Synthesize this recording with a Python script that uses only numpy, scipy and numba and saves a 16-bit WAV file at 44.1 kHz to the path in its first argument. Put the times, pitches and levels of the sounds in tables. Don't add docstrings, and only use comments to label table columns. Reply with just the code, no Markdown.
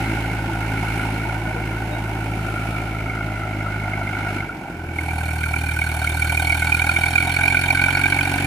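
import sys
import numpy as np
from scipy import signal
from scipy.fft import rfft, irfft, next_fast_len
from scipy.io import wavfile
from scipy.ndimage import uniform_filter1d
from numba import njit

SR = 44100
rng = np.random.default_rng(int(sys.argv[2]) if len(sys.argv) > 2 else 0)


def output_pcm(signal):
    pcm = np.clip(np.atleast_2d(signal).T, -1, 1) * 32767
    wavfile.write(sys.argv[1], SR, np.round(pcm).astype(np.int16))


N = 373086

# t/s (start is 12 ms earlier), starting f/Hz, level/dB before a 13 dB lift and
# the soft start, fall by 60 dB/s before 0.053 s is added, left over right/dB
PLOPS = [(1.24, 662, -38, 0.074, 19), (1.26, 880, -29, 0.1, 16), (1.48, 623, -31, 0.071, 14),
         (1.56, 472, -30.5, 0.071, 14), (1.9, 604, -40, 0.19, 19), (1.92, 816, -38, 0.057, 8),
         (1.922, 3750, -46.5, 0.1, -21)]
# t/s, f/Hz, level/dB
GEAR = [(0, 915, -50), (2.1, 912, -48), (4.4, 870, -62), (4.6, 850, -75), (8.46, 850, -75)]
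# f/Hz, relative level per Hz/dB
CHURN_COLOUR = [(25, -29), (45, -6.5), (110, -8), (180, -2), (230, -6), (330, -0.5), (480, -16),
                (600, -11.5), (900, -42)]
# f/Hz, relative level per Hz/dB
SPRAY_COLOUR = [(300, -30), (500, -9), (1150, -6.5), (1850, 2.5), (2450, 1), (2720, 2.5), (3400, -8.5),
                (4700, -12.5), (7000, -17.5), (11000, -19), (16000, -26)]
# f/Hz, relative level per Hz/dB
HISS_COLOUR = [(3000, -39), (4600, -6), (5100, -11.5), (6000, -4), (7700, -5), (8500, 5), (10500, -0.5),
               (11600, -1.5), (14600, -6.5), (15700, -19)]
# f/Hz before they move with mode 3, width of each resonance/Hz, relative level/dB
HIGH_MODES = [(3070, 380, 3), (3577, 110, -4.5), (3750, 220, -3.5), (4290, 340, 1), (5460, 160, -8.5),
              (6950, 150, -7.5), (8670, 1600, -5), (9480, 170, -4), (10480, 510, -1)]
# t/s, mode 1 f/Hz, mode 2 f/Hz, mode 3 f/Hz
PIPE_TUNING = [(0, 763, 1460, 2166), (1.0, 772, 1436, 2214), (1.86, 768, 1474, 2190),
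               (2.66, 727, 1385, 2260), (3.4, 705, 1410, 2130), (5.2, 762, 1469, 2290),
               (8.46, 773, 1512, 2319)]
# width of each resonance/Hz, swell time/s (a ring peaks after two of these),
# left-right likeness of its noise (0-1)
PIPE_MODES = [(361, 0.0017, 0.94), (244, 0.0025, 0.84), (330, 0.0021, .9)]
# t/s (ring starts 3 ms earlier), level/dB before the offset of each mode,
# tilt/dB (above 0 lowers mode 2, below 0 lowers mode 3)
BARKS = [(0.1191, -28, -3.5), (0.8285, -23, 3), (1.2955, -19, -10), (3.2086, -19, -6), (3.6641, -13, -17),
         (3.936, -23, 3), (4.0736, -18, 9), (4.366, -17, -13), (4.4049, -21, 1), (4.4952, -15, -24),
         (4.9881, -13.5, 15), (5.437, -11.5, -3), (5.5388, -11.5, -3.5), (5.7668, -10, -17),
         (5.7907, -13.5, 0), (5.8182, -13, 7), (6.0736, -12.5, 12), (6.2238, -15, 2), (6.3744, -9.5, 16),
         (6.3984, -9, -12), (6.4996, -13, 16), (6.5256, -9, 20), (6.6223, -3.5, -10), (6.7236, -6.5, 27),
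         (6.7476, -8, 19), (6.7965, -9.5, 7), (6.8204, -10, 24), (6.8937, -6, -3), (6.9661, -10, 3),
         (7.0379, -10.5, -1), (7.1581, -6, 20), (7.1816, -7.5, 0), (7.3667, -8.5, 2), (7.4365, -10.5, 7),
         (7.4809, -7, 12), (7.5472, -4, -10), (7.5717, -8, 4), (7.6844, -16, 3), (7.7069, -8, 16),
         (7.8186, -12.5, 3), (7.8401, -6, -5), (7.9508, -10, -3), (7.9723, -8, -6), (8.0162, -12.5, 21),
         (8.0386, -8.5, -1), (8.0596, -7, -1.5), (8.1239, -4, -6), (8.1898, -8, 13), (8.4457, -15, 12)]
# level/dB for modes 1, 2, 3
BARK_OFFSETS = [-19, -7.5, -1]
CYLINDER_STRENGTH = [2, 1.5, 2.5]
# t/s, firings per second/Hz
SPEED = [(0.0, 54.13), (0.2, 55.49), (0.6, 54.05), (1.8, 54.79), (2.4, 53.7), (3.2, 54.18), (3.4, 52.28),
         (4.35, 50.88), (4.85, 41.81), (5.0, 40.48), (5.6, 39.29), (6.0, 39.33), (6.6, 40.25), (7.2, 42.29),
         (7.4, 44.08), (7.8, 44.56), (8.0, 46.12), (8.46, 46.9)]
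# t/s, level/dB
FUEL = [(0, 2.5), (.5, 0), (.8, 2), (1.5, -.5), (2.0, -0.5), (2.3, 1), (3.2, -2), (3.65, -0.5),
        (4.43, -2.5), (4.48, -15), (4.72, -18), (4.75, -9), (5.15, -1), (5.6, -1), (5.95, -1.5),
        (6.25, 0.5), (7.0, -1.5), (8.46, 0.5)]
# f/Hz, level/dB
THUMP_COLOUR = [(39, -43.5), (46, -38), (51, -35.5), (55, -31.5), (80, -24.5), (92, -28.5), (102, -27.5),
                (109, -28.5), (120, -33), (135, -30.5), (160, -37), (176, -37.5), (186, -54), (205, -41.5),
                (218, -45.5)]
# t/s, level/dB
DRIVE = [(0, 2.5), (.5, -2), (.85, 1), (1.4, -1.5), (2.2, -4), (2.6, -1), (2.95, 0), (4.3, 2.5),
         (4.45, -1.5), (4.62, -7.5), (4.87, -7), (5.1, -2), (5.9, 0.5), (6.3, 2), (6.9, 4), (7.9, 6),
         (8.46, 1.5)]
# t/s, level/dB
TREBLE = [(0, 4), (.44, -2), (1.0, 6.5), (1.4, -3), (2.0, -1), (2.69, 3.5), (3.0, -5.5), (3.5, -6),
          (4.36, 0), (4.46, -9), (4.9, -14), (4.98, 6.5), (5.2, 14), (5.8, 17.5), (6.4, 23), (7.2, 20),
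          (7.9, 17.5), (8.46, 13.5)]
# t/s, level/dB
WHEELS = [(0, 2), (.44, 1.5), (2.9, 0), (4.0, -1), (4.36, 0.5), (4.47, -1.5), (4.9, -1), (5.2, -4.5),
          (6.5, -5.5), (7.2, -4), (7.8, -3), (8.46, 1)]
# start t/s, end t/s
TURN = (3.94, 5.4)
LAYERS = {"mode 1": (-35, 0.35, 0.1453, 0.71, -0.5), "mode 2": (-35, 0.88, 0.0061, 0.4, 1.5),
          "mode 3": (-37.5, 1.07, 0.174, 0.35, 3), "upper orders": (-42.5, 1.0, 0.0623, 1.96, 5),
          "churn": (-32.5, -0.08, 0.08, 1.0, -1.6), "spray": (-38, 0.35, 0.26, 1.5, 1),
          "high modes": (-52.5, 0.93, 0.7, 0.68, 3), "hiss": (-55, -0.38, 1.0, 0.95, 2.7)}
# f/Hz, left over right level/dB (less in the bass)
HANDSET_SHADE = [(500, 0), (780, 0.5), (950, -12.5), (1280, 10.5), (1460, -2.5), (1640, -4), (2130, -1),
                 (2330, -8.5), (2550, -6.5), (2800, -3.5), (3600, 0), (6900, 3), (8600, -3), (10500, -3.5),
                 (13000, 0)]
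# f/Hz, phase/rad
LEFT_LEAD = [(900, .02), (1290, .4), (1460, .4), (1640, 1.1), (2130, .4), (2330, 1.7), (2520, 2.8),
             (2760, 1.3), (3100, -2.2), (3600, -1), (4300, .4), (5200, .4), (6900, -.8), (8600, 2.9),
             (10300, 1.2), (13000, 2.0)]

VALVE_OPENS, THUMP_PEAKS = 0.066, 0.29
SILENCER_HZ, SILENCER_WIDTH_HZ = 275, 38
FIRST_ORDER_FUEL = 0.55
STEADY_TAIL_ON, STEADY_SIDE_ON = 1, 0.15
STEADY_COASTING = 0.082
STACK_LIKENESS = 0.55
HIGH_TUNED_AT_HZ = 2290
SWELL_DB, SWELL_S = 1.5, 0.07
SHADE_FROM_HZ = 450
CUTOFF_HZ = 15950


def amp(db):
    return 10 ** (np.asarray(db) / 20)


def rms_one(x):
    return x / np.sqrt(np.mean(np.square(x)) + 1e-20)


def in_time(rows):
    s, *columns = np.transpose(rows)
    return [np.interp(np.arange(N) / SR, s, column) for column in columns]


def at_hz(points, hz):
    table_hz, values = np.array(points).T
    return np.interp(np.log(hz), np.log(table_hz), values)


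def side_on():
    return np.interp(np.arange(N) / SR, TURN, [0, 1])


def level_db(layer):
    base, *shares = LAYERS[layer]
    controls = in_time(DRIVE) + in_time(TREBLE) + in_time(WHEELS) + [side_on()]
    return base + sum(share * control for share, control in zip(shares, controls))


def wander(step_s):
    steps = rng.standard_normal(200)
    return np.interp(np.arange(N) / SR / max(step_s, 0.045), np.arange(len(steps)), steps)


def pair(alike):
    alike = np.clip(alike, 0, 1)
    mid, side = rng.standard_normal((2, N))
    return np.sqrt((1 + alike) / 2) * mid + np.sqrt((1 - alike) / 2) * side * [[1], [-1]]


def spectral_gain(x, gain_at):
    size = next_fast_len(N)
    hz = np.maximum(np.arange(size // 2 + 1) * SR / size, 1)
    return irfft(rfft(x, size) * gain_at(hz), size)[:, :N]


def coloured(x, spectrum):
    return rms_one(spectral_gain(x, lambda hz: amp(at_hz(spectrum, hz))))


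@njit
def chain(x, cosine, r, count):
    out = x.copy()
    for turn in range(count):
        y1 = y2 = x1 = x2 = 0.
        for i in range(len(out)):
            y = (1 - r * r) / 2 * (out[i] - x2) + 2 * r * cosine[i] * y1 - r * r * y2
            x2, x1, y2, y1 = x1, out[i], y1, y
            out[i] = y
    return out


def resonate(x, hz, width_hz, count):
    cosine = np.cos(2 * np.pi * hz / SR) * np.ones(len(x))
    return chain(x + 1e-18, cosine, np.exp(-np.pi * width_hz / SR), count)


def plops():
    out = np.zeros((2, N))
    t = np.arange(SR // 4) / SR
    for s, hz, peak_db, t60, pan_db in PLOPS:
        swell = (1 - np.exp(-t / 0.019)) ** 2
        decay = amp(peak_db + 13 - 60 * t / (t60 + 0.053))
        ring = swell * decay * np.sin(2 * np.pi * hz * t * (1 + 0.14 * t))
        start = round((s - 0.012) * SR)
        out[:, start:start + len(t)] += ring * amp([[pan_db / 2], [-pan_db / 2]])
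    return out


def gear():
    hz, whine_db = in_time(GEAR)
    return amp(whine_db) * rms_one([resonate(noise, hz, 10, count=2) for noise in pair(0.6)])


def blasts(firing, steady, fall, spread_db):
    since = (firing - VALVE_OPENS) % 1
    number = (firing - VALVE_OPENS + 1).astype(int)
    count = number[-1] + 1
    chance_db = spread_db * np.clip(rng.standard_normal(count), -2, 2)
    strength_db = chance_db + np.resize(CYLINDER_STRENGTH, count)
    surge = since / fall * np.exp(1 - since / fall) * amp(strength_db)[number]
    flow = np.clip(steady, 0, 2) + surge
    return flow / np.sqrt(uniform_filter1d(flow ** 2, SR // 6))


def wheels(firing):
    throb = blasts(firing, 2, fall=0.25, spread_db=2.5)
    churn = coloured(pair(0.98) * throb, CHURN_COLOUR)
    spray = coloured(pair(0.029) * throb, SPRAY_COLOUR)
    return amp(level_db("churn")) * churn + amp(level_db("spray")) * spray


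def exhaust_hiss(firing, steady):
    jet = blasts(firing, 0.2 + 0.8 * steady, fall=0.19, spread_db=1.2)
    hiss = coloured(pair(STACK_LIKENESS - 0.15) * jet, HISS_COLOUR)
    return amp(level_db("hiss")) * hiss


def high_modes(firing, steady, stretch):
    out = 0
    for hz, width_hz, mode_db in HIGH_MODES:
        flow = blasts(firing, 0.072 + 0.8 * steady, fall=0.19, spread_db=5.0)
        gas = pair(STACK_LIKENESS) * flow
        out = out + amp(mode_db) * rms_one([resonate(g, hz * stretch, width_hz, count=2) for g in gas])
    return amp(level_db("high modes")) * rms_one(out)


def rings(at, peak, hz, swell_s):
    out, u = np.zeros(N + SR), np.arange(SR // 40) / SR
    shape = (u / swell_s / 2) ** 2 * np.exp(2 - u / swell_s)
    at = np.clip(at, 0, N - 1)
    phase = rng.random(len(at))
    detune = 1 + 0.031 * np.clip(rng.standard_normal(len(at)), -1.5, 1.5)
    turns = phase[:, None] + np.outer(hz[at] * detune, u)
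    waves = peak[:, None] * shape * np.cos(2 * np.pi * turns)
    np.add.at(out, at[:, None] + np.arange(len(u)), waves)
    return out[:N]


def pipe(firing, tuning_hz, steady):
    out = 0
    s, peak_db, tilt_db = np.transpose(BARKS)
    tilts_db = [0 * s, np.minimum(-tilt_db, 0), np.minimum(tilt_db, 0)]
    barks_db = peak_db + np.array(BARK_OFFSETS)[:, None] + tilts_db
    bark_starts = np.round((s - 0.003) * SR).astype(int)
    fronts = np.flatnonzero(np.diff(np.floor(firing - 0.14)))
    names = ["mode 1", "mode 2", "mode 3"]
    for name, bark_db, hz, (width_hz, swell_s, alike) in zip(names, barks_db, tuning_hz, PIPE_MODES):
        gas = pair(alike) * blasts(firing, steady, fall=0.27, spread_db=4.0)
        rough = rms_one([resonate(g, hz, width_hz, count=3) for g in gas])
        late = (0.002694 * rng.random(len(fronts)) * SR).astype(int)
        strength = np.clip(rng.standard_normal(len(fronts)), -2, 1.5)
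        peak = 2.48 * amp(5.7 * strength) / (1 + 1.5 * steady[fronts])
        clean = rings(fronts + late, peak, hz, swell_s)
        barks = rings(bark_starts, amp(bark_db), hz, swell_s)
        mode_gain = amp(level_db(name) + SWELL_DB * wander(SWELL_S))
        out = out + mode_gain * (rough + clean) + barks
    return out


def thump(firing, rate, fuel_db):
    gains = []
    for k in range(1, 5):
        fuel_share = FIRST_ORDER_FUEL if k == 1 else 1
        gains.append(amp(at_hz(THUMP_COLOUR, k * rate) + fuel_db * fuel_share))
    upper = amp(level_db("upper orders"))
    for k in range(5, 9):
        gains.append(upper / np.hypot(1, 2 * (k * rate - SILENCER_HZ) / SILENCER_WIDTH_HZ))
    out = 0
    for k, gain in enumerate(gains, 1):
        lead = 2 * np.arctan((55 / (k * rate)) ** 2)
        out = out - np.sqrt(2) * gain * np.cos(2 * np.pi * k * (firing - THUMP_PEAKS) + lead)
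    return out


def scene():
    (rate,), (fuel_db,), tuning_hz = in_time(SPEED), in_time(FUEL), in_time(PIPE_TUNING)
    firing = np.cumsum(rate) / SR + 1
    turned = STEADY_TAIL_ON + (STEADY_SIDE_ON - STEADY_TAIL_ON) * side_on()
    coasting = STEADY_COASTING * np.maximum(-fuel_db - 0.5, 0)
    steady = np.clip(turned + coasting, 0, 2)
    stretch = tuning_hz[2] / HIGH_TUNED_AT_HZ
    background = plops() + gear() + wheels(firing)
    treble = exhaust_hiss(firing, steady) + high_modes(firing, steady, stretch)
    return background + treble + pipe(firing, tuning_hz, steady) + thump(firing, rate, fuel_db)


def record(dry):
    half = np.array([[0.5], [-0.5]])

    def port_gain(hz):
        shade_db = at_hz(HANDSET_SHADE, hz) * half * np.minimum(hz / SHADE_FROM_HZ, 1) ** 2
        return amp(shade_db) * np.exp(1j * at_hz(LEFT_LEAD, hz) * half)

    rounded = np.tanh(spectral_gain(dry, port_gain))
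    top_cut = signal.cheby2(20, 70, CUTOFF_HZ, fs=SR, output="sos")
    return signal.sosfilt(top_cut, rounded)


dry = scene()
out = record(dry)
output_pcm(out)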